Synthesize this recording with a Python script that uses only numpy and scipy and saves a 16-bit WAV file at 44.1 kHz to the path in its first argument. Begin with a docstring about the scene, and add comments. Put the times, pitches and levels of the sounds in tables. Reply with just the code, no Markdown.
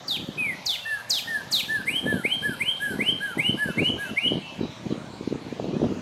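"""Cardinal song in a windy garden

A cardinal sings close by: four steep down-slurs, then seven rising whistles, with a low whistle between each pair.
Each note is a near sine with a gliding pitch; leaves and walls scatter it, and a thin noise sizzle rides on it.
Other birds call far off as blurred glides. Gusts of low noise and single pressure swings buffet the microphone.
A soft outdoor wash of slowly changing noise bands lies under it all."""
import sys
import numpy as np
from scipy import signal
from scipy.fft import rfft, irfft, next_fast_len
from scipy.io import wavfile
from scipy.ndimage import uniform_filter1d

SR = 44100
rng = np.random.default_rng(int(sys.argv[2]) if len(sys.argv) > 2 else 0)


def inscribe(sig):
    """Save sig as 16-bit PCM at rate SR to the path in sys.argv[1].

    A 1-D sig is mono; a 2-D sig holds one channel per row.
    Samples are clipped to [-1, 1] before scaling.
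    """
    pcm = np.round(np.clip(np.atleast_2d(sig).T, -1, 1) * 32767)
    wavfile.write(sys.argv[1], SR, pcm.astype(np.int16))


N = 265349
T = np.arange(N) / SR   # time of every sample, s

# Sizzle columns below are settings for the loudest moment of a note, before smoothing and flicker.
# down-slurs: (knee t/s, dive before it t/s, length after it t/s, base pitch f/Hz, sag/Hz per s,
#              opening level/dB, closing level/dB, sizzle level/dB)
SLURS = [(.083, .004, 0.093, 4013, 12500, -29, -28.5, -44),
         (0.667, .011, 0.099, 3950, 13600, -24, -34.5, -40),
         (1.108, 0.015, 0.093, 4150, 14200, -21.5, -30.5, -34.5),
         (1.526, 0.015, 0.088, 3997, 13200, -19, -30.5, -35.5)]
DIVE_HZ_PER_S, DIVE_SWELL_DB_PER_S = 330000, 1704   # a slur swells as it dives in from above
KNEE_HZ, KNEE_S = 822, 0.013   # the dive eases into the steady sag
KNEE_DIP_DB, KNEE_DIP_AT_S, KNEE_DIP_WIDTH_S = -5.5, 0.0077, 0.003   # the level dips just after the knee
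DROP_HZ_PER_S, DROP_S = 37500, 0.019   # the pitch collapses at the end

# arched low whistles: (start t/s, length t/s, time to the top t/s, held until t/s, top f/Hz, sag/Hz per s,
#                       level/dB, sizzle level/dB)
ARCHES = [(0.374, 0.169, 0.018, 0.14, 2540, 5290, -27.5, -52.5),
          (0.849, 0.17, 0.023, 0.12, 1807, 1990, -29.5, -52),
          (1.271, 0.15, 0.014, 0.11, 1851, 2730, -28.5, -53),
          (1.681, 0.14, 0.041, 0.099, 1774, 3380, -26.5, -53.5),
          (2.052, 0.17, 0.039, 0.09, 1752, 3700, -28.5, -48.5),
          (2.421, 0.13, 0.037, 0.064, 1710, 4980, -25.5, -45),
          (2.799, .15, 0.0427, 0.073, 1690, 2880, -24.5, -44.5),
          (3.202, 0.14, 0.037, 0.059, 1667, 4010, -26, -48),
          (3.572, .15, 0.05, 0.081, 1713, 4350, -26, -48.5),
          (3.976, 0.13, 0.041, 0.069, 1668, 5030, -30.5, -50)]
ARCH_LIFT, ARCH_SWELL_DB, ARCH_ROUND_S = 0.078, 16, 0.0264   # pitch (share) and level climb to a rounded top
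ARCH_TAIL_DB, ARCH_RELEASE_S = -9.5, 0.0082   # after the hold the whistle sinks to a soft tail
ARCH_FADE_DB_PER_S = 27   # and the tail fades on

# rising whistles: (start t/s, length t/s, opening pitch factor, closing pitch factor, closing flick f/Hz,
#                   upstroke level/dB, crest level/dB, crest at share of the length, opening sizzle level/dB)
RISES = [(1.88, 0.12, 1.007, 1.033, 6, -20, -23, .74, -39),
         (2.25, 0.11, 1.018, 1.03, -5, -18.5, -21.5, 0.78, -43),
         (2.61, 0.11, 1.0, 1.027, 80, -22, -22, 0.77, -41.5),
         (3.004, 0.12, 0.97, 1.029, -7, -23, -21.5, 0.76, -45.5),
         (3.392, .12, .99, .985, 21, -22, -22, 0.68, -43.5),
         (3.785, 0.11, 1.036, .945, 327, -23, -21.5, 0.74, -49.5),
         (4.175, 0.11, 1.02, 0.94, 330, -22.5, -21.5, 0.81, -50.5)]
# their common climb, before the pitch factors: (share of the length, f/Hz)
RISE_PITCH = [(-.15, 1822), (-.06, 2038), (0.031, 2118), (0.189, 2513), (0.299, 2720), (.5, 2880),
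              (.78, 3092), (1, 3114)]
UPSTROKE_AT, UPSTROKE_WIDTH, CREST_WIDTH = 0.077, 0.1, 0.25   # two swells, in shares of the length
RISE_SOFT_DB, FLICK_SHARE = -42, 0.145   # level outside the swells; last share of the note, where it flicks
RISE_SIZZLE_FADE_DB = -5.5   # change of the sizzle setting over the length of the note

# second harmonic against the whistle (dB)
OCTAVE_DB = -41
# noise colour of the sizzle on down-slurs, low whistles and rises; only the shape counts: (f/Hz, level/dB per Hz)
SLUR_SIZZLE = [(4500, -6), (6000, 2), (7700, 1.5), (9400, -4), (10400, -5), (11300, -19), (12500, 7.5),
               (13500, -8), (15500, -12)]
LOW_SIZZLE = [(6500, -18), (8000, -0.5), (8800, -3), (10200, -4), (10700, 8), (11500, 3.5), (12900, -4),
              (13500, -15), (15000, -44)]
RISE_SIZZLE = [(6800, -53), (8000, 18.5), (8600, 13.5), (9800, 11.5), (11000, 11.5), (13000, 4), (14200, 0),
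               (15500, -32)]

# near reflections against the direct sound: (delay t/s, level/dB)
ECHOES = [(.0052, -10.5), (.011, -12.5), (.034, -31), (.052, -34.5)]
# tone colour that the foliage gives to scattered sound: (f/Hz, level/dB)
SCATTER = [(1000, -1), (1700, 1), (2250, 1), (2800, 4), (3400, 7.5), (5000, 5), (8000, 2), (14000, -6)]

# calls of far birds, before a common lift: (start t/s, length t/s, opening f/Hz, closing f/Hz, level/dB)
FAR_CALLS = [(0.79, 0.17, 2714, 2710, -55), (3.675, 0.12, 2620, 2710, -58), (4.009, .16, 2530, 2825, -55.5),
             (4.408, 0.13, 2690, 2620, -53.5), (4.608, 0.042, 4090, 3760, -58.5),
             (4.896, 0.031, 4200, 3720, -61), (5.3, 0.072, 2240, 2440, -71),
             (5.487, 0.063, 2205, 2570, -62), (5.717, 0.051, 2320, 2600, -60)]

# hardest eddies that strike the microphone, before the low cut: (centre t/s, peak level/dB, centre f/Hz)
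BUFFETS = [(0.29, -18, 232), (2.066, -13, 413), (2.128, -13.5, 415), (2.252, -14.5, 395), (3.496, -12, 207),
           (3.69, -16.5, 421), (3.807, -15, 266), (3.829, -15.5, 303), (4.321, -11.5, 378),
           (4.612, -12, 268), (4.926, -12, 267), (5.211, -19, 302), (5.277, -12, 277), (5.327, -12, 334),
           (5.527, -17.5, 327), (5.599, -14, 530), (5.644, -18.5, 480), (5.819, -11.5, 435),
           (5.83, -12.5, 334), (5.856, -16, 295), (5.924, -15, 290)]
# separate gusts, as wind strength: (start t/s, length t/s, level/dB)
GUSTS = [(2.046, 0.12, -29), (2.478, 0.031, -32.5), (2.919, 0.11, -34), (3.093, 0.072, -34),
         (3.376, 0.029, -28), (3.479, 0.072, -31), (3.652, 0.046, -29), (3.794, 0.034, -22.5),
         (3.893, 0.079, -29.5), (4.116, 0.015, -34), (4.259, 0.11, -31.5), (4.319, 0.058, -25),
         (4.597, 0.057, -28), (4.684, 0.029, -37), (4.855, .12, -30.5), (5.326, 0.025, -28),
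         (5.38, 0.1, -34), (5.614, 0.18, -28.5), (5.828, 0.043, -22.5), (5.89, 0.097, -30)]
GUST_ATTACK_S, GUST_RELEASE_S = 0.018, 0.017
# light breeze under the gusts, as wind strength: (t/s, level/dB)
BREEZE = [(0, -48.5), (.2, -39), (.5, -39.5), (.85, -55.5), (1.3, -45), (1.9, -39.5), (2.35, -38.5),
          (2.8, -43.5), (3.2, -40), (4.2, -45.5), (5.1, -39.5), (6, -37.5)]
# noise colours of strong gusts and plain wind; only the shape counts: (f/Hz, level/dB per Hz)
SQUALL = [(60, -47), (130, -32), (250, 0.5), (450, -4), (700, -14), (1100, -25.5), (1700, -35), (3000, -56),
          (10000, -82)]
WIND = [(20, -30), (50, -17.5), (100, -4), (160, 2), (240, 2.5), (350, -4), (500, -9), (800, -25.5),
        (1300, -34), (2500, -71), (10000, -85)]

# noise colour of the garden wash; only the shape counts: (f/Hz, level/dB per Hz)
GARDEN = [(30, -17), (120, 7.5), (350, -12), (550, 4.5), (900, 3.5), (1400, -2), (2000, -5), (2800, -4),
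          (4000, -4.5), (5000, -10.5), (6600, -13.5), (8000, -20), (10000, -27), (15000, -36)]
GARDEN_DB = -44.5

CUTOFF_HZ = 15700


def from_db(db):
    """Turn decibels into a factor for the wave."""
    return 10 ** (np.asarray(db) / 20)


def rms_one(x):
    """Scale a signal to an average (RMS) strength of 1."""
    return x / np.sqrt(np.mean(x ** 2) + 1e-20)


def colour(x, spectrum):
    """Make each frequency louder or softer, following a spectrum of (Hz, dB) points."""
    hz, db = np.transpose(spectrum)
    size = next_fast_len(len(x) + 4096)
    f = np.maximum(np.fft.rfftfreq(size, 1 / SR), 1)
    gain = from_db(np.interp(np.log(f), np.log(hz), db))
    return irfft(rfft(x, size) * gain, size)[:len(x)]


def noise(spectrum):
    """Random noise with the given colour and an RMS of 1."""
    return rms_one(colour(rng.standard_normal(N), spectrum))


def drift(rate):
    """A random wander of spread 1: straight lines between random points, rate points a second."""
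    knots = rng.standard_normal(8192)
    return rms_one(np.interp(T * rate, np.arange(len(knots)), knots))


def cardinal(gesture, notes, sizzle_spectrum, response, ghost_db, flutter_db,
             ghost_shift_hz=7650, linger_s=0.062, linger_share=0.24, flicker_db=1.5):
    """One kind of note with its weak octave, its sizzle and a faint copy of the whistle high in the treble."""
    tone, sizzle = whistles(gesture, notes, flutter_db)
    octave = from_db(OCTAVE_DB) * np.abs(tone) * np.exp(2j * np.angle(tone))
    heard = signal.fftconvolve(tone + octave, response)[:N]
    # turning the complex wave faster moves every frequency up by the same number of Hz
    ghost = from_db(ghost_db) * heard * np.exp(2j * np.pi * ghost_shift_hz * T)

    # the sizzle swells softly, flickers, and dies away with the scattered song
    power = uniform_filter1d(sizzle, size=1000) ** 2 + 1e-18
    keep = np.exp(-1 / (linger_s * SR))
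    lingering = signal.lfilter([1 - keep], [1, -keep], power)
    power = (1 - linger_share) * power + linger_share * lingering
    flicker = from_db(flicker_db * drift(70))
    hiss = np.sqrt(power) * flicker * noise(sizzle_spectrum)
    return heard.real + ghost.real + hiss


def whistles(gesture, notes, flutter_db, sizzle_power=0.35):
    """The syrinx gives a near sine that follows the gesture; returns the tone and the strength of its sizzle."""
    tone, sizzle = np.zeros(N, complex), np.zeros(N)
    unsteady = 1 + 0.005 * drift(250)
    flutter = flutter_db * drift(80)
    for note in notes:
        start, hz, db, sizzle_db = gesture(*note)
        at = round(start * SR) + np.arange(len(hz))
        # the vibration takes a few milliseconds to start and to stop
        fade = signal.windows.tukey(len(at), 0.008 * SR / len(at))
        level = from_db(db + flutter[at]) * fade
        phase = 2 * np.pi * np.cumsum(hz * unsteady[at]) / SR
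        tone[at] += np.sqrt(2) * level * np.exp(1j * phase)
        sizzle[at] += from_db(sizzle_db) * (level / level.max()) ** sizzle_power
    return tone, sizzle


def slur(knee, dive_s, length, pitch_hz, sag, open_db, close_db, sizzle_db):
    """A dive from high above eases into a steady fall, mostly fading as it goes, and ends in a quick drop."""
    age = np.arange(-dive_s, length, 1 / SR)
    before, after = np.maximum(-age, 0), np.maximum(age, 0)
    ending = np.maximum(age - length + DROP_S, 0)
    dive = DIVE_HZ_PER_S * before
    easing = KNEE_HZ * np.exp(-after / KNEE_S)
    hz = pitch_hz + dive + easing - sag * after - DROP_HZ_PER_S * ending
    db = np.interp(age, [0, length], [open_db, close_db]) - DIVE_SWELL_DB_PER_S * before
    dip = KNEE_DIP_DB * np.exp(-((age - KNEE_DIP_AT_S) / KNEE_DIP_WIDTH_S) ** 2)
    return knee - dive_s, hz, db + dip, sizzle_db


def rise(start, length, open_pitch, close_pitch, flick_hz, upstroke_db, crest_db, crest_at, sizzle_db):
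    """One climb that flattens towards its top and swells twice, in a quick upstroke and a broad crest."""
    knot_share, knot_hz = np.transpose(RISE_PITCH)
    share = np.arange(knot_share[0], 1, 1 / (length * SR))
    hz = np.interp(share, knot_share, knot_hz) * np.linspace(open_pitch, close_pitch, len(share))
    hz = hz + flick_hz * np.maximum(1 - (1 - share) / FLICK_SHARE, 0)
    upstroke = from_db(upstroke_db) * np.exp(-((share - UPSTROKE_AT) / UPSTROKE_WIDTH) ** 2)
    crest = from_db(crest_db) * np.exp(-((share - crest_at) / CREST_WIDTH) ** 2)
    level = from_db(RISE_SOFT_DB) + upstroke + crest
    # the first share is below 0, so the sound begins a little before the listed start
    return start + length * share[0], hz, 20 * np.log10(level), sizzle_db + RISE_SIZZLE_FADE_DB * share


def arch(start, length, top_s, hold_s, top_hz, sag, level_db, sizzle_db):
    """Pitch and level climb to a top; then the pitch sags while the level holds and sinks to a soft tail."""
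    age = np.arange(0, length, 1 / SR)
    to_climb = np.maximum(1 - age / top_s, 0) ** 2
    rounded_age = np.hypot(np.maximum(age - top_s, 0), ARCH_ROUND_S) - ARCH_ROUND_S
    hz = top_hz * (1 - ARCH_LIFT * to_climb) - sag * rounded_age
    released = np.maximum(age - hold_s, 0)
    tail_db = ARCH_TAIL_DB * (1 - np.exp(-released / ARCH_RELEASE_S)) - ARCH_FADE_DB_PER_S * released
    return start, hz, level_db - ARCH_SWELL_DB * to_climb + tail_db, sizzle_db


def garden_response(near_db, near_t60, far_db, far_t60, build_s=0.017, grain_db=-3.0):
    """Direct sound, a few reflections, quick uneven scatter from near leaves and a faint long tail from the trees."""
    t = T[:SR]
    response = np.zeros(SR)
    for db, t60 in ((near_db, near_t60), (far_db, far_t60)):   # t60: seconds to fall by 60 dB
        decay = from_db(grain_db * drift(289.3)[:SR] - 60 * t / t60)
        tail = rng.standard_normal(SR) * decay * (1 - np.exp(-t / build_s))
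        response += from_db(db) * tail / np.linalg.norm(tail)
    response = colour(response, SCATTER)
    response[0] += 1   # the direct sound
    for delay, db in ECHOES:
        response[round(delay * SR)] += from_db(db)
    return response


def far_birds(lift_db=12.0, waver=0.0081):
    """Unsteady sine glides, blurred by distance."""
    calls, unsteady = np.zeros(N), 1 + waver * drift(200)
    for start, length, open_hz, close_hz, db in FAR_CALLS:
        at = np.flatnonzero((T >= start) & (T < start + length))
        hz = np.linspace(open_hz, close_hz, len(at)) * unsteady[at]
        phase = 2 * np.pi * np.cumsum(hz) / SR
        calls[at] += from_db(db + lift_db) * signal.windows.tukey(len(at)) * np.sin(phase)
    distant = garden_response(near_db=-7, near_t60=0.35, far_db=-13, far_t60=0.9)
    return signal.fftconvolve(calls, distant)[:N]


def buffets():
    """A single eddy is a short push and pull of pressure, about one cycle long."""
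    out = np.zeros(N)
    turns = rng.uniform(0, 2 * np.pi, len(BUFFETS))
    for (centre, db, hz), turn in zip(BUFFETS, turns):
        at = np.flatnonzero(np.abs(T - centre) < 0.02)
        cycles = (T[at] - centre) * hz
        swell = 1 / np.cosh(3.4 * cycles)
        out[at] += from_db(db) * swell * np.cos(2 * np.pi * cycles + turn)
    low_cut = signal.butter(2, 80, "high", fs=SR, output="sos")
    return signal.sosfilt(low_cut, out)


def wind(level_db=-1.0, lumpy_db=5.5, calm_db=-50, squall_db=-9, strong_db=-28):
    """Lumpy low turbulence that vanishes in the lulls and grows brighter in strong gusts."""
    level = wind_strength()
    level = level * level ** 2 / (level ** 2 + from_db(calm_db) ** 2)   # hush the lulls
    lumps = from_db(lumpy_db * np.clip(drift(160), -2, 1.6))
    eddies = rng.standard_normal((2, N)) * lumps
    plain = from_db(level_db) * rms_one(colour(eddies[0], WIND))
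    brightness = from_db(squall_db) * np.sqrt(level / from_db(strong_db))
    return level * (plain + brightness * rms_one(colour(eddies[1], SQUALL)))


def wind_strength():
    """A slowly changing breeze, and on it gusts that rise quickly, hold and die away."""
    power = from_db(np.interp(T, *np.transpose(BREEZE))) ** 2
    for start, length, db in GUSTS:
        to_come = np.maximum(start - T, 0) / GUST_ATTACK_S
        gone = np.maximum(T - start - length, 0) / GUST_RELEASE_S
        gust = from_db(db) * np.exp(-np.minimum(to_come + gone, 20))
        power = power + gust ** 2
    return np.sqrt(power)


def wash(patchy_db=3.0, rate=14.0, count=40):
    """Far leaves and open air: soft noise whose narrow bands swell and fade on their own."""
    edges, out = np.geomspace(40, 15000, count + 1), np.zeros(N)
    sources = noise(GARDEN), noise(GARDEN)   # neighbouring bands get unrelated noise
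    for k, band in enumerate(zip(edges, edges[1:])):
        band_filter = signal.butter(2, band, "band", fs=SR, output="sos")
        out += signal.sosfilt(band_filter, sources[k % 2]) * from_db(patchy_db * drift(rate))
    return from_db(GARDEN_DB) * rms_one(out)


def scene():
    """The near song, the far birds, the wind and the garden at one microphone."""
    response = garden_response(near_db=-12, near_t60=0.27, far_db=-17, far_t60=0.95)
    slurs = cardinal(slur, SLURS, SLUR_SIZZLE, response, ghost_db=-25, flutter_db=2.5)
    rises = cardinal(rise, RISES, RISE_SIZZLE, response, ghost_db=-32, flutter_db=1.3)
    arches = cardinal(arch, ARCHES, LOW_SIZZLE, response, ghost_db=-27.5, flutter_db=0.4)
    song = slurs + rises + arches
    return (song + far_birds() + buffets() + wind() + wash())[None]


def record(dry):
    """A steep low-pass filter removes the highest treble."""
    steep_cut = signal.ellip(10, 0.1, 80, CUTOFF_HZ, fs=SR, output="sos")
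    return signal.sosfilt(steep_cut, dry)


dry = scene()
out = record(dry)
inscribe(out)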